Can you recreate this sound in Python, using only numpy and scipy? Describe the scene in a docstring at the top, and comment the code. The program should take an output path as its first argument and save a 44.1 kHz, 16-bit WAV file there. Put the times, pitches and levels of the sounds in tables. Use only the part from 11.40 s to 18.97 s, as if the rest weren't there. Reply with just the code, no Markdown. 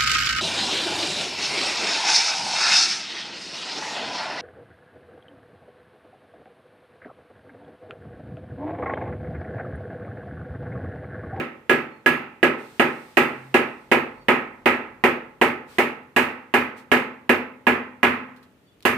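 """The scene opens in the ring of a hammer blow: a chisel taps along a curved steel sheet on timber in a workshop.
Steady blows follow; each thumps the low modes, sets a dense clang going and rings chisel and hammer, all dying sines
and shaped noise, and the colour drifts as the chisel walks on. Room tone lies behind; thin whistles, swells of hiss,
a brief hum and a low rumble, made of noise bands and one sine, come and go.
After a pause with light ticks and scrapes, the chisel is set down for one last blow."""
import sys
import numpy as np
from scipy import signal
from scipy.fft import irfft, next_fast_len
from scipy.io import wavfile

SR = 44100
rng = np.random.default_rng(int(sys.argv[2]) if len(sys.argv) > 2 else 0)


def transcribe(signal):
    """Save signal, clipped to [-1, 1], as a 16-bit WAV file at the path in sys.argv[1]."""
    frames = np.atleast_2d(signal).T
    limited = np.clip(frames, -1, 1)
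    pcm = np.round(limited * 32767).astype(np.int16)
    wavfile.write(sys.argv[1], SR, pcm)


N = 333837
LENGTH = 32768  # longest single sound, in samples
T = np.arange(LENGTH) / SR
BINS = np.fft.rfftfreq(512, 1 / SR)  # bands of the clang, Hz
AGE = np.arange(LENGTH // 128 + 1) * 128 / SR  # frames of the clang, s after the blow


def amp(db):
    """Decibels to gain."""
    return 10 ** (np.asarray(db) / 20)


def evened(x):
    """Scales to rms 1."""
    return x / np.sqrt(np.mean(x ** 2) + 1e-20)


def read(points, hz):
    """Reads a spectrum table on a log-frequency axis."""
    f, value = np.transpose(points)
    return np.interp(np.log(hz + 1), np.log(f + 1), value)


def add(mix, s, sound):
    """Mixes a stereo sound in at time s, which may lie before the start."""
    at = round(s * SR)
    sound = sound[:, max(-at, 0):]
    part = mix[:, max(at, 0):][:, :sound.shape[1]]
    part += sound[:, :part.shape[1]]


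def ears(lean_db):
    """Left and right gains for a level difference."""
    return amp(np.array([lean_db, -lean_db]) / 2)


def decay(age, t60):
    """Exponential fade that has fallen by 60 dB after t60 seconds."""
    return np.exp(-np.log(1000) * age / t60)


def onset(rise):
    """Soft start with the given time constant in seconds."""
    return 1 - np.exp(-T / rise)


def swell(start, rise, hold, t60, db):
    """Gain over the whole scene of a sound that rises, holds and dies away."""
    age = np.arange(N) / SR - start
    attack = np.sin(np.pi / 2 * np.clip(age / rise, 0, 1)) ** 2
    return amp(db) * attack * decay(np.maximum(age - rise - hold, 0), t60)


# how alike the two sides are: f/Hz, left-right correlation [-1 to 1]
LIKENESS = [(50, 0.57), (200, 0.96), (400, 0.82), (750, 0.44), (1400, 0.29), (2600, 0.076), (5000, 0.13),
            (12000, 0)]


def chance(hz, count=1):
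    """Random spectra (2, count, bins): alike left and right in the low mids, almost unrelated in the treble."""
    real = rng.standard_normal((2, count, len(hz)))
    a, b = real + 1j * rng.standard_normal((2, count, len(hz)))
    same = np.clip(read(LIKENESS, hz), -1, 1)
    return np.array([a, same * a + np.sqrt(1 - same ** 2) * b])


def noise(tone, size):
    """Steady stereo noise of rms 1 with the given spectrum."""
    hz = np.fft.rfftfreq(size, 1 / SR)
    return evened(irfft(chance(hz)[:, 0] * amp(read(tone, hz)), size))


# spectrum of the still air in the workshop: f/Hz, relative level per Hz/dB
ROOM_TONE = [(20, -23), (50, -5), (100, -2.5), (250, -7), (400, -6.5), (800, -17.5), (1600, -20.5),
             (3000, -22.5), (5000, -32.5), (15000, -35.5)]


def room_tone(level_db=-58.5):
    """Still air in the workshop: steady noise, strongest in the bass."""
    return amp(level_db) * noise(ROOM_TONE, next_fast_len(N))[:, :N]


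# one low swell: start t/s, rise/s, hold/s, release t60/s, level/dB
RUMBLE_SWELL = (2, 0.6, 1.5, 4.5, -59)
# its spectrum, peaked in the deep bass: f/Hz, relative level per Hz/dB
RUMBLE_TONE = [(20, -22), (42, -18.5), (49, -4), (57, -17), (80, -20), (160, -21.5), (400, -48.5),
               (2000, -75)]


def rumble():
    """A low drone like a far engine: a narrow hump of bass noise that swells for a while."""
    return swell(*RUMBLE_SWELL) * noise(RUMBLE_TONE, next_fast_len(N))[:, :N]


# swells of hiss, a row each: start t/s, rise/s, hold/s, release t60/s, level/dB
HISS_SWELLS = [(1.15, 0.064, 0.35, 5.5, -54), (4.257, 0.057, 0.054, 0.44, -51),
               (5.352, 0.033, 0.005, 0.2, -50.5)]
# their spectrum: f/Hz, relative level per Hz/dB
HISS_TONE = [(1500, 2.5), (4000, -1), (7000, -9), (8600, -4), (10000, -11.5), (15000, -11.5)]


def hiss():
    """A faint hiss comes and goes: one treble noise under overlapping swells."""
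    gain = sum(swell(*row) for row in HISS_SWELLS)
    return gain * noise(HISS_TONE, next_fast_len(N))[:, :N]


# one short swell: start t/s, rise/s, hold/s, release t60/s, level/dB
HUM_SWELL = (1.9, 0.1, 0.2, 0.5, -45)


def hum(pitch_hz=132):
    """A brief low hum: one sine, the same on both sides."""
    return swell(*HUM_SWELL) * np.sin(2 * np.pi * pitch_hz * np.arange(N) / SR)


# thin far whistles, like a small bird: t/s, length/s, f/Hz, level/dB
WHISTLES = [(.5, 0.13, 4300, -75), (2.75, 0.12, 4480, -69), (7.218, 0.14, 4520, -79),
            (7.25, 0.12, 3450, -73)]


def whistles(width_hz=45):
    """Thin notes from outside, blurred by distance: narrow noise bands that fade in and out."""
    out = np.zeros((2, N))
    for s, length, hz, db in WHISTLES:
        size = 2 * round(length * SR / 2)
        line = [(hz - 3 * width_hz, -100), (hz - width_hz, -6), (hz, 0),
                (hz + width_hz, -6), (hz + 3 * width_hz, -100)]
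        note = noise(line, LENGTH)[:, :size] * np.sqrt(2 * np.hanning(size))
        add(out, s, amp(db) * note)
    return out


# the chisel touches the sheet lightly: t/s, level/dB, length of the contact as t60/s
TOUCHES = [(6.963, -58, 0.14), (7.028, -56.5, 0.12), (7.406, -47, 0.006), (7.4257, -38, 0.0049),
           (7.4305, -43, 0.008)]
# spectrum of a touch: f/Hz, relative level per Hz/dB
TOUCH_TONE = [(100, -14.5), (400, -29), (2000, -1), (4200, 2), (6000, -10), (15000, -11)]


def touches(echo_db=-21, echo_t60=0.17):
    """Ticks and scrapes as the chisel is lifted and set down: fading noise with a faint tail from the room."""
    out = np.zeros((2, N))
    for s, db, t60 in TOUCHES:
        fade = decay(T, t60) + amp(echo_db) * decay(T, echo_t60)
        add(out, s, amp(db) * noise(TOUCH_TONE, LENGTH) * fade)
    return out


def ring(gains, hz, t60):
    """A sum of dying sines; gains holds a complex size for each side and mode."""
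    pole = (2j * np.pi * hz - np.log(1000) / t60)[:, None]
    # coarse steps times fine steps give every sample
    coarse, fine = np.exp(pole * T[::128]), np.exp(pole * T[:128])
    return ((gains[:, None] * coarse.T) @ fine).imag.reshape(2, -1)


def modes(table, colour, hold=1, scatter=0.24, rise=0.003, bend=0.0033):
    """Separate modes with scattered starting phases; the pressure of the hand bends each pitch a little."""
    hz, db, t60, lean_db = np.transpose(table)
    phase, pressure = rng.standard_normal((2, len(hz)))
    gains = ears(lean_db) * amp(db + read(colour, hz)) * np.exp(1j * scatter * phase)
    return ring(gains, hz * (1 + bend * pressure), t60 * hold) * onset(rise)


# the colour drifts with the chisel: f/Hz, level gained from first place to last/dB, extra level midway/dB
WALK = [(160, 4, -2.5), (240, 5.5, -1.5), (400, -1, -0.5), (605, -0.5, 0.5), (847, 3.5, 3.5),
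        (1200, 2.5, 0), (2200, 1, 0.5), (3000, 0, -0.5), (7000, 1.5, 0), (13000, 3, -0.5)]


def blow_colour(place, seating_db, hardness_db, knock_hz=428, knock_octaves=0.55, hard_hz=4000):
    """Spectrum of a blow: place tilts it, firm seating knocks around one pitch, hard contact lifts the treble."""
    hz = BINS[1:]
    midway = 1 / 3 - 4 * place ** 2
    walk = read([(f, place * gained_db + midway * extra_db) for f, gained_db, extra_db in WALK], hz)
    knock = np.exp(-.5 * (np.log2(hz / knock_hz) / knock_octaves) ** 2)
    treble = hz ** 4 / (hz ** 4 + hard_hz ** 4)
    return np.transpose([hz, walk + seating_db * knock + hardness_db * treble])


# spectrum of the crowded higher modes: f/Hz, relative level per Hz/dB
CLANG_TONE = [(40, -45.5), (130, -29), (250, -10), (450, 6), (660, -1), (900, 3.5), (1500, 3), (1950, 7.5),
              (2650, 4), (3050, -5.5), (3700, -12.5), (5500, -20.5), (8600, -19.5), (15000, -22)]
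# their ring before the seating damps it: f/Hz, nominal t60/s
CLANG_RING = [(60, 0.84), (300, 0.72), (1200, 0.62), (2200, 0.52), (3200, 0.47), (5000, 0.41), (8000, 0.31),
              (15000, 0.32)]
# their balance: f/Hz, left-right level/dB
CLANG_LEAN = [(200, 1.5), (800, -1), (1100, -3.5), (1700, -4), (2600, -6.5), (3500, -3), (6000, -2),
              (8600, 4.5), (11500, -2), (15000, -3.5)]


def clang(field, colour, hold, early_db=3, early_share=0.66, crack_db=5, crack_s=0.0016, rise=0.001):
    """The sheet's crowded modes: a crack, a quick first fall, then a longer ring carried on by the room."""
    fall_db = -60 * AGE[:, None] / (read(CLANG_RING, BINS) * hold)
    fade = np.hypot(amp(fall_db), amp(early_db + fall_db / early_share))
    tone = amp(read(CLANG_TONE, BINS) + read(colour, BINS)) * ears(read(CLANG_LEAN, BINS))[:, None]
    spectra = field * tone * fade
    wave = signal.istft(spectra, nperseg=512, noverlap=384, time_axis=1, freq_axis=2)[1]
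    crack = 1 + amp(crack_db) * np.exp(-T / crack_s) / 2
    return wave[:, :LENGTH] * onset(rise) * crack


def shimmer(hz, sizes, colour, hold, rise=.0005, wander=.02):
    """Single high modes stand out of the crowd; the highest shift in pitch with every seating of the chisel."""
    hz = hz * (1 + wander * np.minimum(hz / 5000, 1) ** 3 * rng.standard_normal(len(hz)))
    gains = sizes * amp(read(CLANG_TONE, hz) + read(colour, hz)) * ears(read(CLANG_LEAN, hz))
    return ring(gains, hz, read(CLANG_RING, hz) * hold) * onset(rise)


def push(level_db=-36.5, length_s=0.006):
    """The sheet gives under the blow and pushes the air: one pulse that swings through zero."""
    return amp(level_db) * (1 - T / length_s) * np.exp(-T / length_s)


# a row a blow: t/s, strength/dB, seating of the sheet on the timber/dB, hardness of the contact/dB,
# chisel ring before strength/dB
BLOWS = [(-0.075, -1.5, 0.5, 1, -14.5), (0.295, -0.97, -0.3, 0, -10), (0.661, -0.84, -3.5, 0.5, -8.5),
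         (1.029, 0.1, 2, -2, -14), (1.396, 0, 1.3, -1, -16.5), (1.770, 1.2, -1, 1, -18.5),
         (2.142, 0.36, 1, 0, -17), (2.515, 0.96, 2, -0.5, -23), (2.884, 1, -0.8, -4.5, -22),
         (3.258, 0.87, -1.5, -3, -21), (3.638, 0.2, 2, -1, -39), (4.014, 0, 1.5, 0.5, -29),
         (4.384, -1.8, 1, 2, -32), (4.763, -0.1, -2, 2.5, -16.5), (5.139, -0.86, -1, 0, -15.5),
         (5.516, 0.7, 0.4, 0.5, -17.5), (5.893, -0.53, 2.5, 0, -15.5), (6.268, 0, -0.4, -4, -14.5),
         (6.63, 0.5, -4, -4, -15), (7.452, -1.0, -1.5, 3.8, -18.5)]
# the sheet's separate modes: f/Hz, relative level/dB, t60 before the seating damps it/s, left-right level/dB,
# level gained from the first place of the chisel to the last/dB
SHEET_MODES = [(91.8, -20, 0.61, -1, 0.5), (117, -22, 0.56, -2, 3.5), (137.1, -24.5, 0.98, 1, -7.5),
               (157.5, -15.5, 0.56, 0, -11.5), (188, -26.5, 0.86, -8.5, -7), (211.4, -15.5, 0.8, -3, 1),
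               (231, -5, 0.61, -2, -5.5), (246.1, 3.5, 0.43, 2, -2), (252.6, -15, 0.91, 3.5, 17.5),
               (266.3, -6, 0.58, -4.5, -6.5), (318.7, -6.5, 0.56, -3.5, -10), (354.6, 3.5, 0.35, -4, -6),
               (367.5, -6, 0.51, -10, -4.5), (385.2, 6.5, 0.2, 0.5, -3.5), (397, -5.5, 0.47, 9.5, -6.5),
               (445, -2.5, 0.42, 3, 8.5), (515, -18.5, 0.84, 4.5, 7), (529.7, -2, 0.22, -0.5, -5),
               (573.6, -7, 0.37, 3.5, -8), (608.6, -3, 0.21, 12.5, 3), (660, -37, 0.44, -4.5, 4.5),
               (724.5, 4.5, 0.094, -2, 2.5), (794, -11, 0.55, 7.5, -7), (826.3, 1, 0.19, 3.5, 2),
               (858, -13.5, 0.82, 0.5, -4), (972, -1, 0.2, 0.5, -1), (1259, -5.5, 0.51, 1.5, -1),
               (1311, -5, 0.52, -11, -6.5)]
# the chisel's own ring: f/Hz, relative level/dB, t60/s, left-right level/dB
CHISEL_MODES = [(1674, 0, .21, -8), (1655, -9, .2, -5)]
# the hammer head's ring: f/Hz, relative level/dB, t60/s, left-right level/dB
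HAMMER_MODES = [(2488, 0, .28, -7), (3038, -6, .25, -9)]
# the snap as steel meets steel: f/Hz, relative level/dB, t60/s, left-right level/dB
CONTACT_MODES = [(2755, -0.5, 0.0063, -12), (1970, -11.5, 0.013, -1)]
# towards the treble the crowd of modes thins a little: f/Hz, level/dB
CROWD_THINNING = [(2500, 0), (5000, -.5), (9000, -2.5)]
# and single modes stand out of it: f/Hz, level/dB
STANDOUT = [(1000, -3), (2500, -1), (5000, 2), (8000, 5), (12000, 8)]
# firm timber damps the ring sooner; a hard contact sharpens the snap (dB per dB)
RING_FACTOR, DAMPING_PER_DB, SNAP_PER_DB = 0.91, 0.0277, 0.3
# the sheet drops back on the timber after each blow: level, delay, factor on ring time
SETTLE_DB, SETTLE_S, SETTLE_RING = -21, 0.045, 0.35


def hammering(sheet_db=-22, clang_db=-36.0, shimmer_db=-36.0, hammer_db=-28, contact_db=-6.5,
              step=0.5543, fresh_hz=5000):
    """One sheet answers every blow, but each step of the chisel meets its modes at other points of their shapes."""
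    response = chance(BINS, count=len(AGE))
    shape, heading = rng.uniform(0, 2 * np.pi, (2, len(AGE), len(BINS)))
    wavenumber = np.sqrt(BINS / 1000) * np.cos(heading)  # bending waves shorten with the root of frequency
    fresh = BINS ** 2 / (BINS ** 2 + fresh_hz ** 2)  # the treble differs with every contact
    thinning = amp(read(CROWD_THINNING, BINS))

    # single high modes, spaced wider as they rise
    high_hz = np.cumsum(rng.uniform(.2, 1.8, 80) * np.geomspace(70, 330, 80)) + 1000
    high_size, high_shape = chance(high_hz)[:, 0], rng.uniform(0, 2 * np.pi, len(high_hz))
    high_size = high_size / abs(high_size) * amp(read(STANDOUT, high_hz))

    out = np.zeros((2, N))
    for k, (s, strength_db, seating_db, hardness_db, chisel_db) in enumerate(BLOWS):
        place = k / (len(BLOWS) - 1) - .5  # along the chisel's line
        colour = blow_colour(place, seating_db, hardness_db)
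        hold = RING_FACTOR * np.exp(-DAMPING_PER_DB * seating_db)

        struck = response * np.sqrt(2) * np.cos(shape + 2 * step * k * wavenumber)
        field = np.sqrt(1 - fresh) * struck + np.sqrt(fresh) * chance(BINS, count=len(AGE))
        blow = amp(clang_db) * clang(field * thinning, colour, hold)

        high_met = high_size * np.cos(high_shape + step * k * np.sqrt(high_hz / 1000))
        blow += amp(shimmer_db) * shimmer(high_hz, high_met, colour, hold)

        low = [(hz, db + place * gained_db, t60, lean_db)
               for hz, db, t60, lean_db, gained_db in SHEET_MODES]
        blow += amp(sheet_db) * modes(low, colour, hold, scatter=1.0, rise=0.0023, bend=0.0072)
        blow += modes(CHISEL_MODES, [(CHISEL_MODES[0][0], chisel_db)])  # one level for all its modes
        blow += amp(hammer_db) * modes(HAMMER_MODES, colour)
        snap_db = contact_db + SNAP_PER_DB * hardness_db
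        blow += amp(snap_db) * modes(CONTACT_MODES, colour, scatter=3.16, rise=0.00047)
        blow += push()
        add(out, s, amp(strength_db) * blow)

        settle = modes(low[:5], colour, hold=SETTLE_RING)
        add(out, s + SETTLE_S, amp(strength_db + SETTLE_DB) * settle)
    return out


def scene():
    """The workshop and far sounds, the light touches and the blows."""
    workshop = room_tone() + rumble() + hiss() + hum()
    return workshop + whistles() + touches() + hammering()


def record(dry, low_hz=75, edge_hz=15450):
    """Small microphones lose the deep bass; peaks round off just under full scale; then the band limit."""
    high_pass = signal.butter(2, low_hz, "highpass", fs=SR, output="sos")
    thin = signal.sosfilt(high_pass, dry)
    held = .97 * thin / (1 + thin ** 8) ** (1 / 8)
    band_limit = signal.firwin(255, edge_hz, window=("kaiser", 8), fs=SR)
    return signal.oaconvolve(held, band_limit[None], "same")


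dry = scene()
out = record(dry)
transcribe(out)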